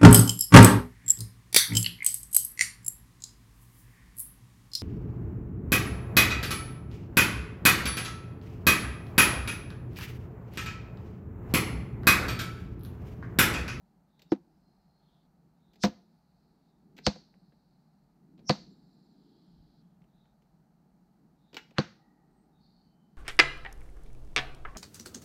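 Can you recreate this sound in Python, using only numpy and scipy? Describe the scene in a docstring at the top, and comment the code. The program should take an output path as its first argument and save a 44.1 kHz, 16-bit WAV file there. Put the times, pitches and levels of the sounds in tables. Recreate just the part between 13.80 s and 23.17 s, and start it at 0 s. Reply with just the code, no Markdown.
"""Dart shots in a wood

Rubber-band darts are shot at a board propped on a log shelter. The band snaps (short coloured noise), a short
noise band swells just ahead of each strike, the tip cracks in (click and noise) and the wood thuds (dying tones).
The trees send back a short wash of fading noise. Under it lie a low rumble, a steady hush, a lingering hiss,
small ticks and faint far birds, all made from filtered noise."""
import sys
import numpy as np
from scipy import signal
from scipy.fft import rfft, irfft
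from scipy.io import wavfile

SR = 44100
rng = np.random.default_rng(int(sys.argv[2]) if len(sys.argv) > 2 else 0)


def wav_record(signal):
    """Record a signal, one row per channel, as 16-bit PCM in the file named by sys.argv[1]."""
    frames = np.transpose(np.atleast_2d(signal))
    bounded = np.clip(frames, -1, 1)
    # unit amplitude maps onto the largest positive 16-bit level
    quanta = np.round(bounded * 32767).astype(np.int16)
    wavfile.write(sys.argv[1], SR, quanta)


N = 413216
T = np.arange(N) / SR

# dart strikes: start_s, crack_db, six thud gains_db (one per pitch in THUD_GROUPS_HZ), ring_length (factor),
# crack_tilt_db_per_octave, housing_ring_db, top_treble_db, shudder_db, wash_db (share sent to the trees),
# wash_housing_ring_db, wash_tilt_db_per_octave; all levels are gains
STRIKES = [(0.5194, -33.5, -79, -81.5, -29, -14.5, -36, -32, .42, 1.5, -7.5, 10.5, -8.5, -31, -8, 6),
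           (2.0368, -18, -30, -39.5, -21, -28.5, -26, -24, 0.58, 5.5, -6.5, 9.5, -8, -21, -8, 4.5),
           (3.2662, -3, -16, -29, -28.5, -26.5, -24, -34, 0.48, 4.5, 1.5, -9.5, -20.5, -29, -3.5, 7),
           (4.695, -7.5, -36.5, -24.5, -29, -25, -22.5, -19.5, .5, 3, 3.5, -3.5, -14.5, -23, -2.5, 6.5),
           (7.984, -9.5, -51, -23, -28.5, -22.5, -25.5, -41.5, 0.4, -1.5, 6, 2.5, -18, -20, -10, 0.5)]
# pitches at which the six thud gains of a strike hold: pitch_hz
THUD_GROUPS_HZ = [65, 150, 210, 330, 600, 1200]


def from_db(db):
    """Turn decibels into a plain gain: 20 dB is ten times the amplitude."""
    return 10 ** (np.asarray(db) / 20)


def rms_one(x):
    """Scale a sound to an average strength (rms) of 1."""
    return x / np.sqrt(np.mean(x ** 2) + 1e-20)


def at_hz(points, hz):
    """Read a table of (pitch, value) between its points, with equal steps per octave."""
    pitch_hz, values = np.array(points).T
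    return np.interp(np.log(np.maximum(hz, 1)), np.log(pitch_hz), values)


def coloured(x, spectrum, size=4096):
    """Filter to a (Hz, dB) colour with no sound ahead of its cause (minimum phase); total energy gain is 1."""
    log_gain = at_hz(spectrum, np.fft.rfftfreq(size, 1 / SR)) * np.log(10) / 20
    cepstrum = irfft(log_gain)
    # folding the second half onto the first puts the energy as early as possible
    cepstrum[1:size // 2] *= 2
    cepstrum[size // 2 + 1:] = 0
    response = irfft(np.exp(rfft(cepstrum)))
    return signal.oaconvolve(x, response / np.sqrt(np.sum(response ** 2)))[:len(x)]


def drift(points_per_s):
    """Slow random wandering: normal random points joined by straight lines."""
    steps = np.arange(int(N / SR * points_per_s) + 2)
    return np.interp(T * points_per_s, steps, rng.standard_normal(len(steps)))


def resonance(x, hz, width_hz):
    """Ring at one pitch (two-pole resonance) with a gain of about 1 at the peak."""
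    r = np.exp(-np.pi * width_hz / SR)
    feedback = [1, -2 * r * np.cos(2 * np.pi * hz / SR), r * r]
    return signal.lfilter([(1 - r * r) / 2, 0, -(1 - r * r) / 2], feedback, x)


def dying(t, rise_ms, fall_ms):
    """Loudness shape that rises and then dies away exponentially."""
    rise = 1 - np.exp(-1000 * t / max(rise_ms, .01))
    return rise * np.exp(-1000 * t / fall_ms)


def grainy(lumps_db, size):
    """Noise in uneven lumps, as from many tiny knocks."""
    grain_ms = 0.8
    steps = np.arange(size) / (grain_ms * SR / 1000)
    lumps = np.interp(steps, np.arange(size), rng.standard_normal(size))
    return rms_one(from_db(lumps_db * lumps) * rng.standard_normal(size))


def tilted(spectrum, db_per_octave, ring_db, air_db=0):
    """Tilt a colour about 3 kHz, with a hump where the microphone housing rings and a step at the very top."""
    ring_hz, ring_octaves, air_edge_hz = 4442, .25, 11600
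    hz = np.geomspace(400, 16000, 90)
    tilt = db_per_octave * np.log2(hz / 3000)
    hump = ring_db * np.exp(-(np.log2(hz / ring_hz) / ring_octaves) ** 2)
    step = air_db / (1 + (air_edge_hz / hz) ** 20)
    return np.transpose([hz, at_hz(spectrum, hz) + tilt + hump + step])


def add(out, s, sound):
    """Mix a sound in at time s."""
    at = round(s * SR)
    out[at:at + len(sound)] += sound


def rumble():
    """Lumpy low noise in three pitch ranges, which swell independently; the deepest swells strongly once."""
    # colour of the rumble: pitch_hz, relative_db
    rumble_colour = [(15, -39), (25, -5.5), (65, -10), (119, -21.5), (141, -7.5), (167, -3.5), (302, -11),
                     (450, -22.5), (580, -49.5), (990, -120)]
    # base level of the middle and upper parts over time: time_s, middle_db, upper_db
    rumble_levels = [(0, -73.5, -75.5), (0.451, -69, -75.5), (1.2, -70.5, -77.5), (2.139, -72.5, -70),
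                     (2.501, -72.5, -79.5), (2.88, -73, -75.5), (3.2, -63.5, -62.5), (3.81, -69.5, -80),
                     (4.3, -67, -76), (4.4, -64.5, -68), (4.66, -58, -60.5), (5.15, -68, -73),
                     (5.4, -73, -65), (5.9, -68, -71), (6.599, -70, -78), (7.3, -70, -73),
                     (8.0, -67.5, -74), (8.59, -73.5, -72), (9.37, -64.5, -73)]
    low_hz, high_hz = 110, 220
    deep_db, puff_s, puff_width_s, puff_db = -75.5, 5.8, 0.076, 19
    s, middle_db, upper_db = np.transpose(rumble_levels)
    puff = puff_db * np.exp(-((T - puff_s) / puff_width_s) ** 2)
    levels = [deep_db + puff, np.interp(T, s, middle_db), np.interp(T, s, upper_db)]
    bands = [(low_hz, "low"), ([low_hz, high_hz], "band"), (high_hz, "high")]
    noise = coloured(rng.standard_normal(N), rumble_colour)
    out = np.zeros(N)
    for level_db, band in zip(levels, bands):
        part = signal.sosfiltfilt(signal.butter(2, *band, fs=SR, output="sos"), noise)
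        out += from_db(level_db + 2.4 * drift(9)) * rms_one(part)
    return out


def hush():
    """A broad, nearly steady hush: coloured noise that wavers slightly."""
    # colour of the hush: pitch_hz, relative_db
    hush_colour = [(240, -28.5), (400, -6.5), (519, -7), (623, -2.5), (847, 0), (1070, -11.5), (1220, -9),
                   (2090, -20), (4490, -31), (5730, -24.5), (7100, -27), (10500, -30), (12500, -27),
                   (15500, -30)]
    return from_db(-77 + 0.37 * drift(5.5)) * coloured(rng.standard_normal(N), hush_colour)


def lingering_hiss():
    """Flickering noise near 4.5 kHz that comes up around or after most strikes and stops abruptly."""
    # colour of the hiss: pitch_hz, relative_db
    hiss_colour = [(2600, -41.5), (3400, -15.5), (4000, 1), (4500, 2), (5100, -5), (6000, -20),
                   (8000, -44.5)]
    # stretches of hiss: start_s, end_s, added_gain_db, change_by_end_db
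    hiss_stretches = [(0.595, 1.46, -97, 1), (2.1, 2.907, -93, 3.5), (3.307, 4.333, -85.5, -16.5),
                      (4.698, 6.017, -81.5, 0)]
    floor_db, rise_s, stop_s = -92.5, .2, 0.012
    gain = from_db(floor_db)
    for start, end, db, change_db in hiss_stretches:
        times = [start, start + rise_s, end, end + stop_s]
        gain = gain + np.interp(T, times, [0, from_db(db), from_db(db + change_db), 0])
    return gain * from_db(0.91 * drift(12)) * coloured(rng.standard_normal(N), hiss_colour)


def blurred_tone(out, start, rise, fall, hz, width_hz, level_db):
    """Mix in a narrow noise band that swells, sinks to a quarter and stops."""
    t = np.arange(round((rise + fall) * SR)) / SR
    swell = np.interp(t, [0, rise, rise + fall], [0, 1, .25])
    white = rng.standard_normal(len(t))
    band = resonance(resonance(white, hz, width_hz), hz, width_hz)
    add(out, start, from_db(level_db) * swell * rms_one(band))


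def birds():
    """Far bird whistles, blurred into noise bands by distance."""
    # one bird repeats a short call: start_s, level_db (before the swell)
    repeated_calls = [(0.252, -80.5), (1.748, -81.5), (2.742, -89.5), (6.248, -82), (7.548, -81)]
    # other birds smeared by the wood: start_s, rise_s, fall_s, pitch_hz, width_hz, level_db (before the swell)
    other_birds = [(.6, .14, 0.68, 4980, 700, -92.5), (0.81, .05, 0.6, 4190, 70, -85.5),
                   (1.1, 0.11, 0.14, 4280, 110, -84), (1.17, .16, 0.14, 3470, 800, -80.5),
                   (5.299, 0.2, 0.68, 3270, 604, -86), (8.718, 0.046, 0.26, 3740, 200.1, -82.5),
                   (8.779, 0.062, 0.31, 4410, 510, -74), (8.9, 0.33, 0.16, 3054, 90.8, -88.5),
                   (8.45, 0.14, 0.1, 8220, 200, -89.5)]
    out = np.zeros(N + SR)  # room for a call that runs past the end
    for start, level_db in repeated_calls:
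        blurred_tone(out, start, rise=.16, fall=.13, hz=3740, width_hz=490, level_db=level_db)
    for bird in other_birds:
        blurred_tone(out, *bird)
    return out[:N]


def hanging_tones():
    """Thin tones that hang on after a strike, made as narrow noise bands."""
    # the tones: start_s, length_s, pitch_hz, width_hz, level_db (before the swell)
    hanging = [(4.718, 1, 7310, 39.2, -93), (8.1, .55, 1905, 119, -82.5), (8.1, 0.79, 1220, 117, -85),
               (8.1, 0.92, 786, 119.5, -75)]
    out, rise_s = np.zeros(N + SR), 0.11
    for start, length, hz, width_hz, level_db in hanging:
        blurred_tone(out, start, rise_s, length - rise_s, hz, width_hz, level_db)
    return out[:N]


def hiss_before_strikes():
    """A short band of hiss that swells just ahead of each strike and stops at it."""
    # hiss, one row per strike: level_db (before the swell), pitch_hz, width_hz
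    swelling_hiss = [(-57.5, 5000, 1400), (-33, 4800, 3400), (-32.5, 4600, 1800), (-30.5, 5550, 990),
                     (-42.5, 1000, 2400)]
    out, t = np.zeros(N), np.arange(SR // 10) / SR
    for (s, *_), (level_db, hz, width_hz) in zip(STRIKES, swelling_hiss):
        hiss = rng.standard_normal(len(t))
        for _ in range(3):
            hiss = resonance(hiss, hz, width_hz)
        swell = dying(t, rise_ms=0, fall_ms=8)[::-1]  # a dying shape played backwards
        add(out, s - t[-1], from_db(level_db) * swell * rms_one(hiss))
    return out


def snaps():
    """Rubber slapping the fingers and twigs ticking: a bright burst and rustle over a dull thump."""
    # slaps of the released band: start_s, burst_gain_db, thump_gain_db, fall_ms, tilt_db_per_octave, housing_ring_db
    band_slaps = [(0.392, -57.5, -69, 5, 5, 5.5), (.418, -52, -59.5, 4.0, 7, 5),
                  (1.933, -62.5, -65, 6.6, 7, 4), (1.956, -60, -59.5, 4.8, 6.5, 10.5),
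                  (3.165, -55.5, -64, 9.4, 4.5, 2), (3.178, -49, -57, 6.6, 4.5, 4.5),
                  (3.185, -45, -50, 4.5, -3.5, 7.5), (4.577, -67.5, -60, 6.0, 3, 9.5),
                  (4.59, -63.5, -56, 6.0, 1.5, 9), (7.73, -47, -48.5, 1.68, 0, 3.5),
                  (7.7442, -34.5, -43.5, 1.1, 3.5, 7), (7.7679, -23.5, -45.5, 0.62, 0, -2)]
    # small ticks in the undergrowth: start_s, burst_gain_db, tilt_db_per_octave
    twig_ticks = [(3.54, -65, -7.5), (3.7204, -66, -8), (6.218, -67.5, -1), (6.24, -69.5, -1),
                  (6.454, -69, -1), (6.621, -72, 5.5), (7.908, -57.5, 2)]
    # colour of the bright burst: pitch_hz, relative_db
    snap_colour = [(470, -41), (800, -3.5), (1160, -6), (1580, 0), (2630, 2), (5470, -13), (7740, -20),
                   (9440, -46), (12700, -25), (15500, -32)]
    rustle_db, rustle_ms = -14, 12
    out, t = np.zeros(N), np.arange(SR // 8) / SR
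    # a tick's thump is 2.5 dB over its burst; it falls in 2.8 ms and has a housing ring of -3 dB
    ticks = [(s, db, db + 2.5, 2.8, tilt_db, -3) for s, db, tilt_db in twig_ticks]
    for s, burst_db, thump_db, fall_ms, tilt_db, ring_db in band_slaps + ticks:
        bright, dull = grainy(lumps_db=1.5, size=len(t)), rng.standard_normal(len(t))
        shape = dying(t, .3 * fall_ms, fall_ms)
        shape += from_db(rustle_db) * dying(t, fall_ms, rustle_ms)
        burst = rms_one(shape * bright) * np.sqrt(np.mean(shape ** 2))  # same energy as its shape
        add(out, s, from_db(burst_db) * coloured(burst, tilted(snap_colour, tilt_db, ring_db)))
        thump = rms_one(resonance(resonance(dull, 230, 350), 280, 350))
        add(out, s, from_db(thump_db) * dying(t, 2.5, 10.5) * thump)
    return out


def trees(x):
    """Scatter from many trunks: noise that builds, then dies at its own pace in each half-octave band."""
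    # time for the wash to fall by 60 dB: pitch_hz, fall_s
    wash_fall = [(100, 0.38), (300, 0.53), (700, 0.36), (1500, 0.33), (3000, 0.31), (4500, 0.45),
                 (7000, .3), (9000, 0.22), (13000, 0.35)]
    t, edges, rise_s = np.arange(SR) / SR, 60 * 2 ** np.arange(0, 8.1, .5), 0.004
    response = np.zeros(SR)
    for low, high in zip(edges, edges[1:]):
        band_filter = signal.butter(2, [low, high], "band", fs=SR, output="sos")
        band = signal.sosfilt(band_filter, rng.standard_normal(SR))
        response += band * from_db(-60 * t / at_hz(wash_fall, np.sqrt(low * high)))
    response *= 1 - np.exp(-t / rise_s)
    return signal.oaconvolve(x, response / np.sqrt(np.sum(response ** 2)))[:N]


def contacts():
    """Every strike, then every rebound as a weaker copy of the strike before it."""
    # the dart slaps or the board rocks back:
    # start_s, crack_loss_db, thud_loss_db, thud_brightening_db_per_octave
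    rebounds = [(2.0481, 8.5, 9, 1), (2.0696, 23, 16.5, -3.5), (3.356, 48, 29.5, 4)]
    rows = [list(strike) for strike in STRIKES]
    octaves = np.log2(np.array(THUD_GROUPS_HZ) / THUD_GROUPS_HZ[3])
    for s, crack_loss_db, thud_loss_db, brighter_db in rebounds:
        _, crack_db, *rest = [strike for strike in STRIKES if strike[0] < s][-1]
        groups = np.array(rest[:6]) - thud_loss_db + brighter_db * octaves
        rows.append([s, crack_db - crack_loss_db, *groups, *rest[6:]])
    return rows


def ringing(t, groups, length):
    """The board's tones, weighted by where the dart lands; they fade slowly at first, then ever faster."""
    # tones of board and logs: pitch_hz, relative_db, ring_s (scaled by the strike's ring length)
    board_tones = [(62.7, -8.5, .12), (155.5, 5, 0.13), (203.94, 4, 0.21), (266.5, -11.5, 0.23),
                   (323.6, 3.5, 0.086), (411, -2.5, .08), (510, 0.5, 0.12), (563, -1.5, 0.058),
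                   (709.6, 1, 0.075), (1000, -1, .05), (1203, -9.5, 0.059), (1600, -8, 0.033),
                   (1960, -10, 0.03)]
    out, rise_ms = np.zeros(len(t)), 1.6
    weights = list(zip(THUD_GROUPS_HZ, groups))
    for hz, level_db, ring_s in board_tones:
        level = from_db(level_db + 5.5 + at_hz(weights, hz))
        age = t / (ring_s * length)
        fade = from_db(-25 * age - 49 * age ** 2) * (1 - np.exp(-1000 * t / rise_ms))
        tone = fade * np.cos(2 * np.pi * hz * t)
        # a small free plate radiates little below its own pitch
        out -= level * signal.sosfilt(signal.butter(1, hz / 2, "high", fs=SR, output="sos"), tone)
    return out


def rattle(t):
    """The board rattling on the logs: lumpy noise through a broad resonance, quickly dying."""
    knocks = grainy(lumps_db=6, size=len(t))
    for _ in range(2):
        knocks = resonance(knocks, hz=700, width_hz=570)
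    return rms_one(knocks) * dying(t, rise_ms=0.77, fall_ms=19)


def darts():
    """The tip cracks in and the shaft shudders; a moment later the board rings and rattles on the logs."""
    # colour of the crack: pitch_hz, relative_db
    crack_colour = [(590, -33.5), (1000, -7), (1480, -1.5), (3370, -10.5), (4150, -2.5), (4390, -1),
                    (5150, -11.5), (6340, -17), (6710, -23), (8440, -35), (10700, -70.5), (12600, -47.5),
                    (15500, -57)]
    thud_lag_s, rattle_db = 0.0012, -7.5
    wash_click_db, wash_thud_db, wash_air_db = 15.5, -4.5, 3.5
    direct, to_trees, t = np.zeros(N), np.zeros(N), np.arange(SR // 4) / SR
    for s, crack_db, *groups, length, tilt_db, ring_db, air_db, shudder_db, wash_db, wash_ring_db, wash_tilt_db \
            in contacts():
        burst = from_db(-3.5) * dying(t, 0, 0.8) * rng.standard_normal(len(t))
        burst[0] = from_db(6)  # first touch of the tip
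        burst += from_db(shudder_db) * dying(t, 0, 11) * grainy(lumps_db=4, size=len(t))
        crack = from_db(crack_db) * coloured(burst, tilted(crack_colour, tilt_db, ring_db, air_db))
        # the rattle follows the thud gain near 600 Hz
        thud = ringing(t, groups, length) + from_db(rattle_db + groups[4]) * rattle(t)
        add(direct, s, crack)
        add(direct, s + thud_lag_s, thud)
        # the trees get a single coloured click in place of the crack
        click_colour = tilted(crack_colour, wash_tilt_db, wash_ring_db, air_db + wash_air_db)
        click = from_db(crack_db + wash_click_db) * coloured(1. * (t == 0), click_colour)
        add(to_trees, s, from_db(wash_db) * (click + from_db(wash_thud_db) * thud))
    return direct, to_trees


def scene():
    """Shots with their wash, over the wood."""
    background = rumble() + hush() + lingering_hiss() + birds() + hanging_tones()
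    release = snaps()
    strikes, strikes_to_trees = darts()
    wash = trees(strikes_to_trees + from_db(-13.5) * release)
    return (background + wash + hiss_before_strikes() + release + strikes)[None]


def record(dry):
    """The microphone drops the deepest bass, below 40 Hz; the top is cut near 16 kHz."""
    thinned = signal.sosfilt(signal.butter(2, 40, "high", fs=SR, output="sos"), dry)
    return signal.sosfilt(signal.cheby2(20, 50, 15950, fs=SR, output="sos"), thinned)


dry = scene()
out = record(dry)
wav_record(out)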